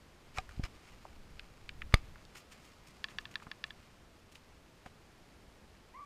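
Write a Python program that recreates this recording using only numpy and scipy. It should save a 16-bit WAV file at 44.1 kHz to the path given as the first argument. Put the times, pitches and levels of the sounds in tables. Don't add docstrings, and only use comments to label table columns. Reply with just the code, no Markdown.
import sys
import numpy as np
from scipy import signal
from scipy.fft import rfft, irfft, next_fast_len
from scipy.io import wavfile
from scipy.ndimage import uniform_filter1d

SR = 44100
rng = np.random.default_rng(int(sys.argv[2]) if len(sys.argv) > 2 else 0)


def dump(signal):
    limited = np.clip(np.atleast_2d(signal).T, -1, 1)
    pcm = np.round(limited * 32767).astype(np.int16)
    wavfile.write(sys.argv[1], SR, pcm)


N = 267025
T = np.arange(N) / SR
BLOW_S = T[:SR // 5]

# f/Hz, level/dB
LEAF_SPECTRUM = [(200, -4), (600, -7.5), (950, 0), (1230, 4), (1550, -2.5), (2350, 2), (3000, -1),
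                 (3700, -7), (4900, -3.5), (6000, -11), (6900, -7.5), (7700, -13.5), (8600, -12.5),
                 (10000, -18.5), (15000, -26.5)]


def undb(db):
    return 10 ** (np.asarray(db) / 20)


def unit(x):
    return x / np.sqrt(np.mean(x ** 2))


def burst(x, db):
    return x * undb(db) / np.sqrt(uniform_filter1d(x ** 2, size=88).max())


def add(track, at_s, x):
    i = int(at_s * SR)
    track[i:i + len(x)] += x[:N - i]


def cut(x, hz, kind, order=2):
    return signal.sosfilt(signal.butter(order, hz, kind, fs=SR, output="sos"), x)


def resonate(x, hz, width_hz):
    return signal.lfilter(*signal.iirpeak(hz, hz / width_hz, fs=SR), x)


def colour(x, points):
    size = 2 * next_fast_len(len(x))
    hz, db = np.transpose(points)
    bin_hz = np.arange(size // 2 + 1) * SR / size
    gain = undb(np.interp(np.log(bin_hz + 1), np.log(hz), db))
    cepstrum = irfft(np.log(gain))
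    cepstrum[1:size // 2] *= 2
    cepstrum[size // 2 + 1:] = 0
    return irfft(rfft(x, size) * np.exp(rfft(cepstrum)))[:len(x)]


def hold(start_s, end_s, ramp_s):
    return np.clip(np.minimum(T - start_s, end_s - T) / ramp_s, 0, 1)


def walk(rate_hz, count=N):
    k = int(SR / rate_hz)
    steps = np.repeat(rng.standard_normal(count // k + 1), k)
    return unit(uniform_filter1d(uniform_filter1d(steps, k), k)[:count])


def fade(t60_s):
    return np.exp(-np.log(1000) * BLOW_S / t60_s)


def dying_noise(t60_s):
    return rng.standard_normal(len(BLOW_S)) * fade(t60_s)


def ring(modes, detune, tilt_db_oct=0):
    out = 0
    for k, (hz, db, t60_s) in enumerate(modes):
        pitch_draw, jitter_db = rng.standard_normal(2)
        gain = undb(db + jitter_db + tilt_db_oct * np.log2(hz / modes[0][0]))
        tone = np.sin(2 * np.pi * hz * (1 + detune * pitch_draw) * BLOW_S)
        out = out + (-1) ** k * gain * fade(t60_s) * tone
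    return out


def crackle(rate_hz, spread_db, count):
    hits = rng.random(count) < rate_hz / SR
    size = np.minimum(rng.exponential(size=count), 4)
    sign = rng.choice([-1, 1], count)
    return hits * sign * undb(spread_db * size)


def forest():
    # f/Hz, level/dB
    spectrum = [(15, -26), (25, -3), (86, -2), (128, -5.5), (213, -5.5), (264, -8), (427, -10), (558, -12),
                (655, -12.5), (1060, -15.5), (1460, -17), (5010, -25.5), (12100, -36.5), (13500, -37),
                (15000, -46)]
    level_db = -60.5 + .6 * walk(3)
    return unit(colour(rng.standard_normal(N), spectrum)) * undb(level_db)


def rumble():
    # fastest at t/s, level/dB, half length/s
    swings = [(0.523, -57.5, 0.21), (1.24, -54, 0.225), (1.913, -48, .19)]
    # f/Hz, level/dB
    spectrum = [(15, 0), (35, -3.5), (70, -6.5), (140, -17), (300, -27.5), (1000, -56.5)]
    still_db = -68
    power = undb(still_db) ** 2
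    for at_s, db, half_s in swings:
        power = power + undb(db) ** 2 * np.exp(-((T - at_s) / half_s) ** 2)
    return unit(colour(rng.standard_normal(N), spectrum)) * np.sqrt(power)


def leaf_stir():
    rest_db, shuffle_gain_db = -74.5, 5
    level_db = rest_db + shuffle_gain_db * hold(start_s=.1, end_s=4, ramp_s=.48)
    fractures = crackle(rate_hz=2200, spread_db=4.5, count=N)
    return unit(colour(fractures, LEAF_SPECTRUM)) * undb(level_db + 2 * walk(22))


def leaf_crunches():
    # peak t/s, level/dB, fall/s, tilt/(dB/oct)
    presses = [(.374, -47.5, 0.022, 0), (0.492, -53, 0.0029, 2), (0.638, -42.5, 0.0077, -1.7),
               (.652, -43, 0.0089, -1.5), (.89, -62.5, 0.074, 0), (1.95, -44, 0.016, -2.5),
               (2.356, -48, 0.009, -1), (2.371, -52, 0.019, 4), (2.523, -53.5, 0.016, 2),
               (2.65, -63.5, 0.045, 3.5), (2.718, -55, 0.0036, 0), (2.873, -53.5, 0.0086, 5),
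               (2.905, -64, 0.01, 2.5), (3.108, -57.5, 0.024, 0.5), (3.21, -59.5, 0.02, 1.5),
               (3.3137, -53.5, 0.0067, 1.5), (3.324, -62, .007, 0), (3.341, -51, .003, -1),
               (3.428, -49.5, 0.0054, -0.5), (3.668, -61.5, 0.01, 3), (4.323, -60.5, 0.0096, 5),
               (4.356, -57.5, 0.016, 2), (4.864, -55.5, 0.012, -0.5)]
    # f/Hz, level/dB, t60/s
    hollow_modes = [(780, -16, 0.039), (1167, -8.5, 0.13), (2320, -7.5, 0.06), (5080, 9, 0.011)]
    out = np.zeros(N)
    lead_s = .25
    t = T[:SR // 2] - lead_s
    for at_s, db, fall_s, tilt_db_oct in presses:
        fractures = crackle(rate_hz=7000, spread_db=3.5, count=len(t))
        fractures *= undb(1.8 * walk(rate_hz=220, count=len(t)))
        spectrum = [(hz, level + tilt_db_oct * np.log2(hz)) for hz, level in LEAF_SPECTRUM]
        response = ring(hollow_modes, detune=.0074, tilt_db_oct=tilt_db_oct)
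        hollow = unit(signal.fftconvolve(fractures, response)[:len(t)])
        hollow_db = -6.5 + .65 * (db + 45)
        grains = unit(unit(colour(fractures, spectrum)) + undb(hollow_db) * hollow)
        rise_s = .012 * (fall_s / .02) ** 1.58
        envelope = np.exp(np.minimum(t / rise_s, -t / fall_s))
        add(out, at_s - lead_s, grains * undb(db) * envelope)
    return out


def twig_snaps():
    # t/s, level/dB, f/Hz
    twigs = [(0.3747, -37.5, 1240), (0.4918, -45.5, 1520), (0.51, -56, 1500), (0.5655, -56.5, 3000),
             (1.0522, -42, 820), (1.3948, -39, 2610), (1.692, -35, 2400), (1.8187, -36.5, 2200),
             (1.925, -44, 1880), (2.1574, -50, 1440), (2.2517, -53, 4520), (3.4003, -50, 1680),
             (3.4231, -47, 1280), (3.4678, -45.5, 1210), (4.3554, -48, 2850), (4.8602, -47.5, 770),
             (4.8615, -54, 2010)]
    out = np.zeros(N)
    for at_s, db, hz in twigs:
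        decay_s = .019 * (hz / 1000) ** -.58
        modes = [(hz, 0, .53 * decay_s), (1.82 * hz, -11, .3 * decay_s)]
        bending = burst(ring(modes, detune=.0065), 0)
        fibres = burst(cut(dying_noise(1.56 * decay_s), 1.22 * hz, "low", order=4), -2)
        tick = cut(cut(dying_noise(.0052), 3000, "high"), 9900, "low")
        snap = cut(bending + fibres, .6 * hz, "high", order=5)
        add(out, at_s, burst(snap, db) + burst(tick, db - 24))
    return out


def casing_knock():
    # f/Hz, level/dB, t60/s
    modes = [(751, 3, 0.055), (1204, -1, 0.05), (1340, -1, .02), (1610, -7, 0.034), (2190, 6, 0.013),
             (2460, 3, 0.018), (3890, -4, 0.022), (5300, -6, .008), (7600, -4, .007)]
    out = np.zeros(N)
    contact = burst(cut(dying_noise(.0098), 3100, "low"), -3.5)
    casing = burst(ring(modes, detune=.0035), 0)
    add(out, at_s=.3843, x=burst(casing + contact, db=-29))
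    return out


def microphone_bumps():
    # t/s, level/dB, contact time/s
    bumps = [(0.385, -30.5, 0.0018), (.494, -43.5, 0.0024), (0.579, -35, 0.0019), (0.597, -22.5, 0.00095),
             (0.6383, -26.5, 0.0024), (1.9423, -9, 0.0017), (3.47, -40, 0.00075), (4.863, -40.5, 0.00073),
             (5.483, -44.5, .0018)]
    push, scuffs = np.zeros((2, N))
    quick_contact_s = .0007
    for at_s, db, contact_s in bumps:
        push += undb(db) * np.exp(-.5 * ((T - at_s) / contact_s) ** 2)
        scuff = cut(cut(dying_noise(.049), 564, "low", order=3), 150, "high")
        add(scuffs, at_s - contact_s, burst(scuff, db - 24) * quick_contact_s / contact_s)
    return cut(push, 20.6, "high") + scuffs


def loud_housing_knock():
    # t/s, level/dB, t60/s, low f/Hz, top f/Hz, rattle re impulse/dB
    stages = [(1.941, -13, 0.011, 200, 2380, -11), (1.9426, -19.5, 0.0095, 2500, 13500, -4),
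              (1.947, -41, 0.045, 700, 4200, -6)]
    # f/Hz, level/dB
    spectrum = [(200, 1), (600, -4.5), (800, -9.5), (1000, -10), (1200, 4), (1450, -9), (2100, 3),
                (2800, -9), (3550, 1), (4100, -5), (4600, 0.5), (5500, -21), (6400, -5), (7500, -29),
                (8500, -10), (13000, -19), (16000, -24)]
    out = np.zeros(N)
    for at_s, db, t60_s, low_hz, top_hz, rattle_db in stages:
        rattle = dying_noise(t60_s)
        hit = signal.unit_impulse(len(rattle)) + undb(rattle_db) * rattle / np.linalg.norm(rattle)
        stage = cut(colour(hit, spectrum), low_hz, "high", order=1)
        add(out, at_s, burst(cut(stage, top_hz, "low", order=3), db))
    return out


def hard_clicks():
    # t/s, level/dB
    clicks = [(3.0420, -29), (3.0852, -48), (3.1852, -30.5), (3.2540, -39.5), (3.3556, -30), (3.5147, -36),
              (3.6398, -30.5), (3.7059, -40)]
    # f/Hz, level/dB, t60/s
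    modes = [(1093, -14.5, 0.041), (1257, -17, 0.041), (1740, 1, 0.023), (2400, -4, 0.014),
             (2700, -5, 0.017), (3420, 1, .011), (3950, -5, 0.016), (4500, -5, 0.016), (5370, -7, 0.0083),
             (6700, -25, 0.037)]
    out = np.zeros(N)
    force_rise_s = .00043
    for at_s, db in clicks:
        local_hz = 2900 * 2 ** (.14 * rng.standard_normal())
        top_hz = 5440 + 77 * (db + 31.5)
        body = burst(ring(modes, detune=.0035, tilt_db_oct=-.6), 0)
        grit = cut(dying_noise(.0078), 870, "high") * (1 - np.exp(-BLOW_S / force_rise_s))
        local_mode = burst(resonate(grit, local_hz, width_hz=400), -13.5)
        edge = burst(cut(cut(dying_noise(.014), 4000, "high"), 8800, "low"), -30.5)
        click = cut(body + local_mode + burst(grit, -8), 850, "high", order=4)
        add(out, at_s, burst(cut(click, top_hz, "low", order=6) + edge, db))
    return out


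def animal_whine():
    start_s, end_s, rise_s = 5.935, 6.043, .076
    start_hz, top_hz = 920, 1179
    age_s = np.clip(T - start_s, 0, end_s - start_s)
    arch_hz = top_hz - (top_hz - start_hz) * (1 - age_s / rise_s) ** 2
    phase = 2 * np.pi * np.cumsum(arch_hz * (1 + .0108 * walk(170))) / SR
    overtone_db, level_db = -5.5 - 230 * age_s, -51 + 40 * age_s
    tone = np.sin(phase) + undb(overtone_db) * np.sin(2 * phase)
    call = undb(level_db) * hold(start_s, end_s, ramp_s=.014) * tone
    echoes = sum(undb(db) * np.interp(T - lag_s, T, call) for lag_s, db in [(.021, -7.5), (.048, -5)])
    return call + echoes


def forest_echoes(x, ground_db, ground_t60_s, trunk_db, trunk_t60_s):
    t = T[:SR]
    envelope = undb(ground_db - 60 * t / ground_t60_s) + undb(trunk_db - 60 * t / trunk_t60_s)
    response = rng.standard_normal(SR) * envelope * (t > .004)
    response = cut(cut(response, 4940, "low"), 410, "high")
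    return signal.fftconvolve(x, response)[:N]


def scene():
    close = leaf_stir() + leaf_crunches() + twig_snaps()
    close = close + casing_knock() + loud_housing_knock() + hard_clicks()
    echoes = forest_echoes(close, ground_db=-45, ground_t60_s=.063, trunk_db=-69, trunk_t60_s=1)
    return (forest() + rumble() + close + echoes + microphone_bumps() + animal_whine())[None]


def record(dry):
    return signal.sosfilt(signal.ellip(8, .2, 70, 15300, fs=SR, output="sos"), dry)


dry = scene()
out = record(dry)
dump(out)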